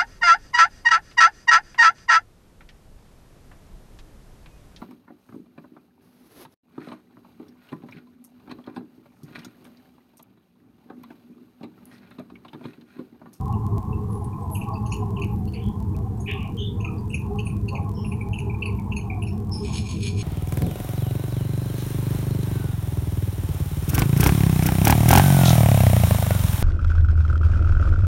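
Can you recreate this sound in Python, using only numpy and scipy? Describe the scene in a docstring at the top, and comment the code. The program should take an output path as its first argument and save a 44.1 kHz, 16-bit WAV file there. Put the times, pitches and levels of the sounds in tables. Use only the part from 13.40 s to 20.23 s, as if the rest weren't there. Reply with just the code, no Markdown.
"""A small room booms softly from the start, under a hollow, wavering drone and faint dry ticks.
Close up, a raccoon drinks from a glass mug: first a few wet pops, drops and fizzy slurps, then laps.
Each lap is a wet smack as the mouth opens and a lower one as it closes, with tiny bubbles pinging.
The lapping breaks off for the loudest slurp, near 3 s, then runs on at about three laps a second.
After 6 s come a few strokes of brushing hiss, like fur against the mug."""
import sys
import numpy as np
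from scipy import signal
from scipy.fft import rfft, irfft, next_fast_len
from scipy.io import wavfile

SR = 44100
rng = np.random.default_rng(int(sys.argv[2]) if len(sys.argv) > 2 else 0)


def unload_wav(signal):
    """Save mono or channel-first audio to the path in sys.argv[1] as 16-bit WAV at rate SR, clipped to [-1, 1]."""
    wavfile.write(
        sys.argv[1],
        SR,
        np.round(np.clip(np.atleast_2d(signal).T, -1, 1) * 32767).astype(np.int16),
    )


N = 301138
TIME = np.arange(N) / SR
FREQ = np.fft.rfftfreq(next_fast_len(N, True), 1 / SR)

# tone of the room rumble: frequency_hz, relative_db
RUMBLE_SPECTRUM = [(15, -18.5), (42, -26.5), (58, -5), (125, -7.5), (175, -11.5), (270, -21), (450, -29),
                   (550, -42), (1000, -44), (1500, -52), (2500, -60.5), (5000, -64.5), (15000, -62)]
# room resonances booming out of it: centre_hz, width_hz, relative_db
ROOM_MODES = [(101.4, 23.6, -0.5), (202.7, 27.9, -7.5), (239.4, 24.5, -17.5), (322.6, 38, -20.5),
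              (405.4, 33.4, -15.5), (458, 60, -26)]
# fader ride on the rumble's low end: time_s, level_db
RUMBLE_SWELL = [(0.0, -24.5), (0.32, -25), (0.38, -21), (0.42, -30), (0.48, -24), (1.03, -28), (2.03, -24),
                (2.24, -29.5), (2.28, -21), (2.34, -30.5), (2.59, -22), (2.61, -26.5), (3.42, -26.5),
                (6.83, -25.5)]
# fader rides on the drone's two resonances: time_s, lower_relative_db, upper_relative_db
DRONE_SWELL = [(0.0, -41, -41.5), (0.19, -42, -37.5), (0.7, -53, -46), (0.78, -39.5, -46.5),
               (0.95, -51.5, -41), (1.25, -38, -46.5), (1.27, -39, -40.5), (1.82, -50.5, -41),
               (2.02, -42, -62), (2.13, -56, -58), (2.24, -45.5, -47), (2.74, -49, -55.5), (3.06, -44, -44),
               (3.25, -62.5, -64), (3.44, -55, -40.5), (3.54, -41, -61), (3.59, -52, -40), (3.76, -58, -62),
               (3.92, -42.5, -47.5), (4.28, -62, -55), (4.35, -36, -37), (4.41, -40, -50),
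               (4.55, -55.5, -45), (5.08, -40, -51), (5.27, -50, -43.5), (5.73, -44.5, -56.5),
               (5.78, -43, -45), (5.89, -55.5, -54), (6.28, -42.5, -56), (6.31, -46, -45), (6.45, -46, -59),
               (6.5, -65, -43.5), (6.62, -61, -62), (6.83, -50, -53)]
# glide of the drone's lower resonance: time_s, pitch_hz
DRONE_GLIDE = [(0.0, 772), (0.59, 862), (0.61, 771), (1.56, 862), (1.71, 728), (1.75, 894), (2.11, 752),
               (2.53, 893), (2.62, 783), (3.56, 794), (3.59, 900), (4.15, 785), (5.61, 864), (5.84, 695),
               (6.33, 873), (6.41, 697), (6.5, 815), (6.83, 702)]
# accented dry ticks: time_s, peak_db
TICK_ACCENTS = [(0.127, -27), (0.266, -25.5), (0.382, -22.5), (1.544, -24), (1.567, -26), (1.846, -24),
                (2.566, -25.5), (2.914, -22.5), (3.03, -27), (4.494, -27)]
# single wet pops and drops between the laps: time_s, pitch_hz, level_db
POPS_AND_DROPS = [(0.14, 2780, -57), (0.532, 2680, -51), (0.934, 2450, -59), (1.358, 2620, -48.5),
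                  (2.55, 2500, -57.5), (2.865, 2480, -43.5), (3.48, 2480, -41.5), (3.735, 2780, -40),
                  (4.814, 2340, -39), (4.961, 2690, -43), (5.101, 2410, -40.5), (5.15, 2415, -45),
                  (5.393, 2300, -48.5), (5.704, 2365, -35.5), (5.734, 2360, -45.5)]
# slurps, splashes and a gulp: start_s, length_s, centre_hz, width_hz, level_db
SLURPS = [(0.706, 0.066, 10210, 700, -56.5), (1.114, 0.061, 11160, 1470, -43.5),
          (1.508, 0.016, 5800, 1100, -50), (1.908, 0.046, 11900, 700, -63),
          (2.144, 0.057, 2612, 770, -49.5), (2.218, 0.07, 3250, 320, -55), (2.802, 0.011, 9500, 2196, -54),
          (2.874, 0.047, 2600, 690, -32.5), (2.878, 0.055, 1805, 277, -46), (2.887, 0.056, 3360, 496, -46),
          (2.941, 0.12, 2620, 600, -45), (3.174, 0.057, 3090, 300, -39), (3.185, 0.03, 6350, 300, -60),
          (3.196, 0.083, 3460, 350, -41.5), (3.449, 0.05, 1244, 110, -46), (3.746, 0.008, 5900, 900, -56),
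          (4.056, 0.013, 9420, 277, -44), (4.312, 0.096, 556, 266, -46.5), (4.545, 0.11, 5350, 348, -56),
          (4.569, 0.075, 3070, 354, -59), (4.658, 0.029, 10570, 423, -50.5), (5.869, 0.03, 5400, 255, -55),
          (6.118, 0.04, 5220, 378, -37), (6.127, 0.053, 9650, 826, -49.5), (6.186, 0.014, 5190, 350, -43)]
# lone bubbles: time_s, pitch_hz, relative_db
STRAY_BUBBLES = [(0.844, 8460, -60.5), (0.846, 10420, -58), (1.149, 7970, -59), (1.151, 8700, -57),
                 (1.34, 4710, -57), (2.806, 6610, -54.5), (3.585, 4700, -62), (3.698, 8170, -59),
                 (4.067, 8310, -61), (4.29, 4380, -49.5), (4.29, 9400, -61), (4.817, 9300, -60.5),
                 (5.828, 10510, -49)]
# laps: open_s, open_db, close_s, close_db, mouth_hz, settle_offset_db (from close_db),
# low_ping_db, middle_ping_db, high_ping_db (relative, on closing), opening_ping_offset_db
LAPS = [(1.156, -41.5, 1.218, -41, 2700, -14, -81, -68, -72, 8.5),
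        (1.465, -54, 1.525, -36.5, 2716, -14, -57, -47.5, -51, -8.5),
        (1.773, -43, 1.822, -36, 2670, -4.5, -62, -57.5, -61, -20),
        (2.079, -58, 2.139, -50, 2700, -2, -54.5, -76, -63.5, -7.5),
        (3.41, -46, 3.45, -34.5, 2625, -18, -77, -62, -72, 1.5),
        (3.705, -46, 3.745, -30, 2610, -18, -70, -52.5, -48, -17),
        (3.993, -35.5, 4.07, -39.5, 2636, -12, -67, -64, -68, 4.5),
        (4.288, -39.5, 4.355, -38, 2610, -5.5, -62, -63, -76, 0),
        (4.651, -44, 4.722, -40.5, 2585, -15, -76, -76, -57.5, -7),
        (4.935, -37, 4.989, -37.5, 2620, -13, -74, -57, -53.5, -7.5),
        (5.226, -30, 5.261, -34, 2620, -7, -53.5, -74, -55.5, -10),
        (5.524, -36, 5.569, -35.5, 2660, -8.5, -54, -50, -51, -20),
        (5.827, -39, 5.876, -46.5, 2647, -6, -66, -69, -62, -11)]
# brushing strokes: peak_s, half_length_s, level_db
BRUSH_STROKES = [(6.267, 0.023, -46), (6.369, 0.027, -35.5), (6.5, 0.038, -42), (6.658, 0.028, -35.5),
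                 (6.801, .022, -39)]
# resonances of the brushing hiss: centre_hz, width_hz, relative_db
BRUSH_MODES = [(1570, 570, -18), (2423, 230, 5.5), (3100, 1220, -4), (4250, 760, -3.5), (5270, 410, -3),
               (6580, 550, -1), (8080, 420, -7.5), (9800, 1350, -12)]


def undb(db):
    """Decibels to gain."""
    return 10 ** (np.asarray(db) / 20)


def unit(x):
    """Scale to an rms of 1."""
    return x / np.sqrt(np.mean(x ** 2) + 1e-20)


def curves(table):
    """Each column of a table as an automation curve, in straight lines from point to point."""
    times, *columns = np.transpose(table)
    return [np.interp(TIME, times, column) for column in columns]


def resonance(f, hz, width_hz):
    """Gain of a steep-sided resonance."""
    return 1 / np.sqrt(1 + (2 * (f - hz) / width_hz) ** 6)


def colour(x, gain):
    """Equalise with a gain for each frequency."""
    size = next_fast_len(N, True)
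    return irfft(rfft(x, size) * gain, size)[:N]


def noise(gain, texture=1):
    """White noise, roughened by a texture envelope and then equalised."""
    return colour(texture * rng.standard_normal(N), gain)


def walk(rate_hz):
    """A smooth random wander with a spread of 1."""
    return unit(noise(np.exp(-(FREQ / rate_hz) ** 2)))


def bell(t, width_s):
    """A rounded swell and fade, peaking at t = 0."""
    return np.exp(-.5 * (t / width_s) ** 2)


def add(track, start_s, sound):
    """Mix a short sound into a track."""
    i = max(int(start_s * SR), 0)
    part = sound[:max(N - i, 0)]
    track[i:i + len(part)] += part


def rumble(steadiness=0.27, patchy_db=2.5):
    """Low noise booming in the room's resonances, with a thin steady hiss on top."""
    hz, db = np.transpose(RUMBLE_SPECTRUM)
    bed = noise(undb(np.interp(np.log(FREQ + 1), np.log(hz), db)))
    for mode_hz, width_hz, mode_db in ROOM_MODES:
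        boom = noise(undb(mode_db) * resonance(FREQ, mode_hz, width_hz))
        hum = boom / np.abs(signal.hilbert(boom)) ** steadiness  # compressed towards an even hum
        flicker = undb(patchy_db * mode_hz / 200 * walk(10))  # higher resonances come and go more
        bed = bed + np.std(boom) * unit(hum * flicker)
    bed = unit(bed)
    level_db, = curves(RUMBLE_SWELL)
    low = colour(bed, resonance(FREQ, 0, 770))
    return low * undb(level_db) + (bed - low) * undb(level_db.mean())


def hollow_tone(hz, width_hz):
    """A narrow band of noise whose centre follows a moving pitch."""
    band = signal.hilbert(noise(resonance(FREQ, SR / 4, width_hz)))
    shift = np.exp(2j * np.pi * np.cumsum(hz - SR / 4) / SR)
    return unit((band * shift).real)


def drone(upper_centre_hz=1039.6, drift_hz=35.02, waver_hz=16, flutter_db=2.1):
    """A hollow, burbling drone: two gliding resonances swell separately among gurgles and a soft wash."""
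    lower_db, upper_db = curves(DRONE_SWELL)
    lower_hz, = curves(DRONE_GLIDE)
    lower = undb(lower_db - 3.5) * hollow_tone(lower_hz + waver_hz * walk(12.8), width_hz=62)
    upper_hz = upper_centre_hz + drift_hz * walk(5) + waver_hz * walk(11.96)
    upper = undb(upper_db - 2.8) * hollow_tone(upper_hz, width_hz=103)
    wash = undb(-14) * unit(noise(resonance(FREQ, 990, 624) ** 2))
    swell = (undb(lower_db) + undb(upper_db)) / 2
    burble = swell * (undb(-1.8) * gurgles() + wash)
    return undb(flutter_db * walk(24)) * (lower + upper + burble)


def gurgles(low_hz=635, high_hz=1130, width_s=0.017, glide=1.27, spread_db=7, count=520):
    """Short hollow tones at random times, each bending up or down."""
    out, t = np.zeros(N), np.arange(-SR // 10, SR // 10) / SR
    for when, place, slope, size, span in rng.random(size=(count, 5)):
        hz = low_hz + (high_hz - low_hz) * place
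        tone = np.cos(2 * np.pi * hz * (t + glide * (slope - .5) * t ** 2))
        envelope = undb(spread_db * size) * bell(t, width_s * (.5 + span))
        add(out, when * N / SR + t[0], envelope * tone)
    return unit(out)


def ticks(step_samples=1024):
    """Faint dry ticks on an even beat, about 43 a second, very unequal in strength; a few stand out."""
    out = np.zeros(N)
    beats = np.arange(step_samples // 2, N, step_samples)
    out[beats] = .0125 * np.clip(rng.laplace(size=len(beats)), -3, 3)
    for time_s, db in TICK_ACCENTS:
        add(out, time_s, undb([db]))
    return out


def pop(t, hz, width_s):
    """A soft wet pop: a few cycles of tone that swell and fade around t = 0."""
    return bell(t, width_s) * np.cos(2 * np.pi * (hz * t + rng.random()))


def smack(hz, spatter, scatter_hz, width_s, lead_s, trail_s=0.007):
    """A wet film tears: one main pop, 20 ms in, among small ones with the spatter share of the energy."""
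    t = np.arange(-SR // 50, SR // 25) / SR
    small = np.zeros(len(t))
    for _ in range(12):
        at_s = trail_s * rng.exponential() - lead_s * rng.random()
        strength = rng.uniform(0.26, 1)
        small += strength * pop(t - at_s, hz + scatter_hz * rng.uniform(-0.97, 1), width_s)
    small *= 1 - np.exp(-(.5 * t / width_s) ** 2)  # ducked under the main pop
    main = pop(t, hz, width_s)
    wet = np.sqrt(1 - spatter) * unit(main) + np.sqrt(spatter) * unit(small)
    return wet / np.sqrt(3)  # the energy of 20 ms at an rms of 1


def pops_and_drops():
    """Single wet pops and drops between the laps, with little spatter."""
    out = np.zeros(N)
    for time_s, hz, db in POPS_AND_DROPS:
        wet = smack(hz, spatter=.25, scatter_hz=170, width_s=0.002, lead_s=0.0057)
        add(out, time_s - .02, undb(db) * wet)
    return out


def crackle(span_s=(.5, 6.1), pitch_hz=(7500, 13000), relative_db=(-76, -65), count=36):
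    """Cues for faint saliva bubbles bursting at random: time_s, pitch_hz, relative_db."""
    low, high = np.transpose([span_s, pitch_hz, relative_db])
    return list(low + (high - low) * rng.random((count, 3)))


def bubbles(cues, scatter_hz=330, rise_s=0.0036, fall_s=0.014, trim_db=-1.5):
    """Each cue pings a tight cluster of bubbles of nearly one size, with a sharp snap at the cue's own pitch."""
    out, t = np.zeros(N), np.arange(-SR // 50, SR // 25) / SR
    swell = np.where(t < 0, bell(t, rise_s), np.exp(-np.abs(t) / fall_s))
    for time_s, hz, db in cues:
        pitches = hz + scatter_hz * rng.uniform(-0.438, 0.5, size=(6, 1))
        cluster = np.cos(2 * np.pi * (pitches * t + rng.random(pitches.shape))).sum(axis=0)
        snap = 0.4 * unit(pop(t, hz, width_s=0.00042))
        ping = unit(unit(swell * cluster) + snap)
        add(out, time_s + t[0], undb(db + trim_db) * ping)
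    return out


def slurps(rise_s=0.011, fall_s=0.027, grain=0.19):
    """Water drawn between tongue and lips: a dense fizz of tiny bubbles, tuned by the narrow gap."""
    out, t = np.zeros(N), np.arange(SR // 4) / SR
    f = np.fft.rfftfreq(len(t), 1 / SR)
    for start_s, length_s, hz, width_hz, db in SLURPS:
        froth = rng.standard_normal(len(t))
        clumps = np.repeat(rng.standard_normal(len(t)), SR // 1000)[:len(t)]  # 1 ms grains
        froth *= np.exp(grain * clumps)
        fizz = unit(irfft(rfft(froth) * resonance(f, hz, width_hz), len(t)))
        flow = np.minimum(t / rise_s, 1) * np.exp(-np.maximum(t - length_s, 0) / fall_s)
        add(out, start_s - rise_s / 2, undb(db) * flow * fizz)
    return out


def laps(pitch_step=.028, settle_s=0.0192):
    """The mouth smacks high on opening, lower on closing, and again softly as the tongue settles."""
    out = np.zeros(N)
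    for open_s, open_db, close_s, close_db, mouth_hz, settle_offset_db, *_ in LAPS:
        open_hz, close_hz = mouth_hz * (1 + pitch_step), mouth_hz * (1 - pitch_step)
        for time_s, hz, spatter, db in (
                (open_s, open_hz, 0.51, open_db),
                (close_s, close_hz, 0.3, close_db),
                (close_s + settle_s, close_hz, 0.69, close_db + settle_offset_db)):
            wet = smack(hz, spatter, scatter_hz=288, width_s=0.0014, lead_s=0.0065)
            add(out, time_s - .02, undb(db) * wet)
    return out


def lap_pings(pitches_hz=(4430, 6570, 10140), detune=0.0238, spray_detune=.1, spray_s=0.012, spray_db=-9):
    """Bubble cues: three sizes burst as the mouth opens and closes, each throwing off a weaker ping."""
    cues = []
    for open_s, _, close_s, _, _, _, *levels_db, opening_db in LAPS:
        for time_s, offset_db in (open_s, opening_db), (close_s, 0):
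            for hz, db in zip(pitches_hz, levels_db):
                bend, spray_bend, delay = rng.uniform(-1, 1, size=3)
                spray_hz = hz * (1 + spray_detune * spray_bend)
                cues.append((time_s, hz * (1 + detune * bend), db + offset_db))
                cues.append((time_s + spray_s * abs(delay), spray_hz, db + offset_db + spray_db))
    return cues


def brushing(touch_s=6.13, touch_db=-57.5, grain=0.52, clump=0.29, sizzle_db=-12, shimmer_db=1.5):
    """Dense friction clicks in shimmering resonances: strokes swell out of a light, steady touch."""
    strokes = sum(undb(db) * bell(TIME - peak_s, half_s) for peak_s, half_s, db in BRUSH_STROKES)
    pressure = strokes + undb(touch_db) * (TIME > touch_s)
    grit = np.exp(grain * rng.standard_normal(N) + clump * walk(130))
    body = sum(undb(db + shimmer_db * walk(25)) * noise(resonance(FREQ, hz, width_hz), grit)
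               for hz, width_hz, db in BRUSH_MODES)
    brightness = undb(sizzle_db) * pressure / pressure.max()  # a harder stroke is brighter
    sizzle = brightness * unit(noise(resonance(FREQ, 10070, 1540), grit))
    return (unit(body) + sizzle) * pressure


def room(dry, wet_db=-8, low_t60_s=0.29, high_t60_s=0.26, crossover_hz=4500, predelay_s=0.0041):
    """Small-room reverb: a short dense tail whose treble dies a little sooner."""
    t = np.arange(SR // 2) / SR
    tail = np.zeros(len(t))
    for band, t60_s in ("low", low_t60_s), ("high", high_t60_s):
        crossover = signal.butter(2, crossover_hz, band, fs=SR, output="sos")
        decay = np.exp(-np.log(1000) * t / t60_s) * (t > predelay_s)
        tail += decay * signal.sosfilt(crossover, rng.standard_normal(len(t)))
    return dry + undb(wet_db) * signal.fftconvolve(dry, tail / np.linalg.norm(tail))[:N]


def scene():
    """The mono mix: the raccoon in the room's reverb, over a bed of rumble, drone and ticks."""
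    raccoon = laps() + pops_and_drops()
    raccoon += bubbles(list(STRAY_BUBBLES) + crackle() + lap_pings())
    raccoon += slurps() + brushing()
    return (room(raccoon) + rumble() + drone() + ticks())[None]


def record(dry, top_hz=15400):
    """A steep low-pass takes the air off the top."""
    return signal.sosfilt(signal.ellip(8, .2, 70, top_hz, fs=SR, output="sos"), dry)


dry = scene()
out = record(dry)
unload_wav(out)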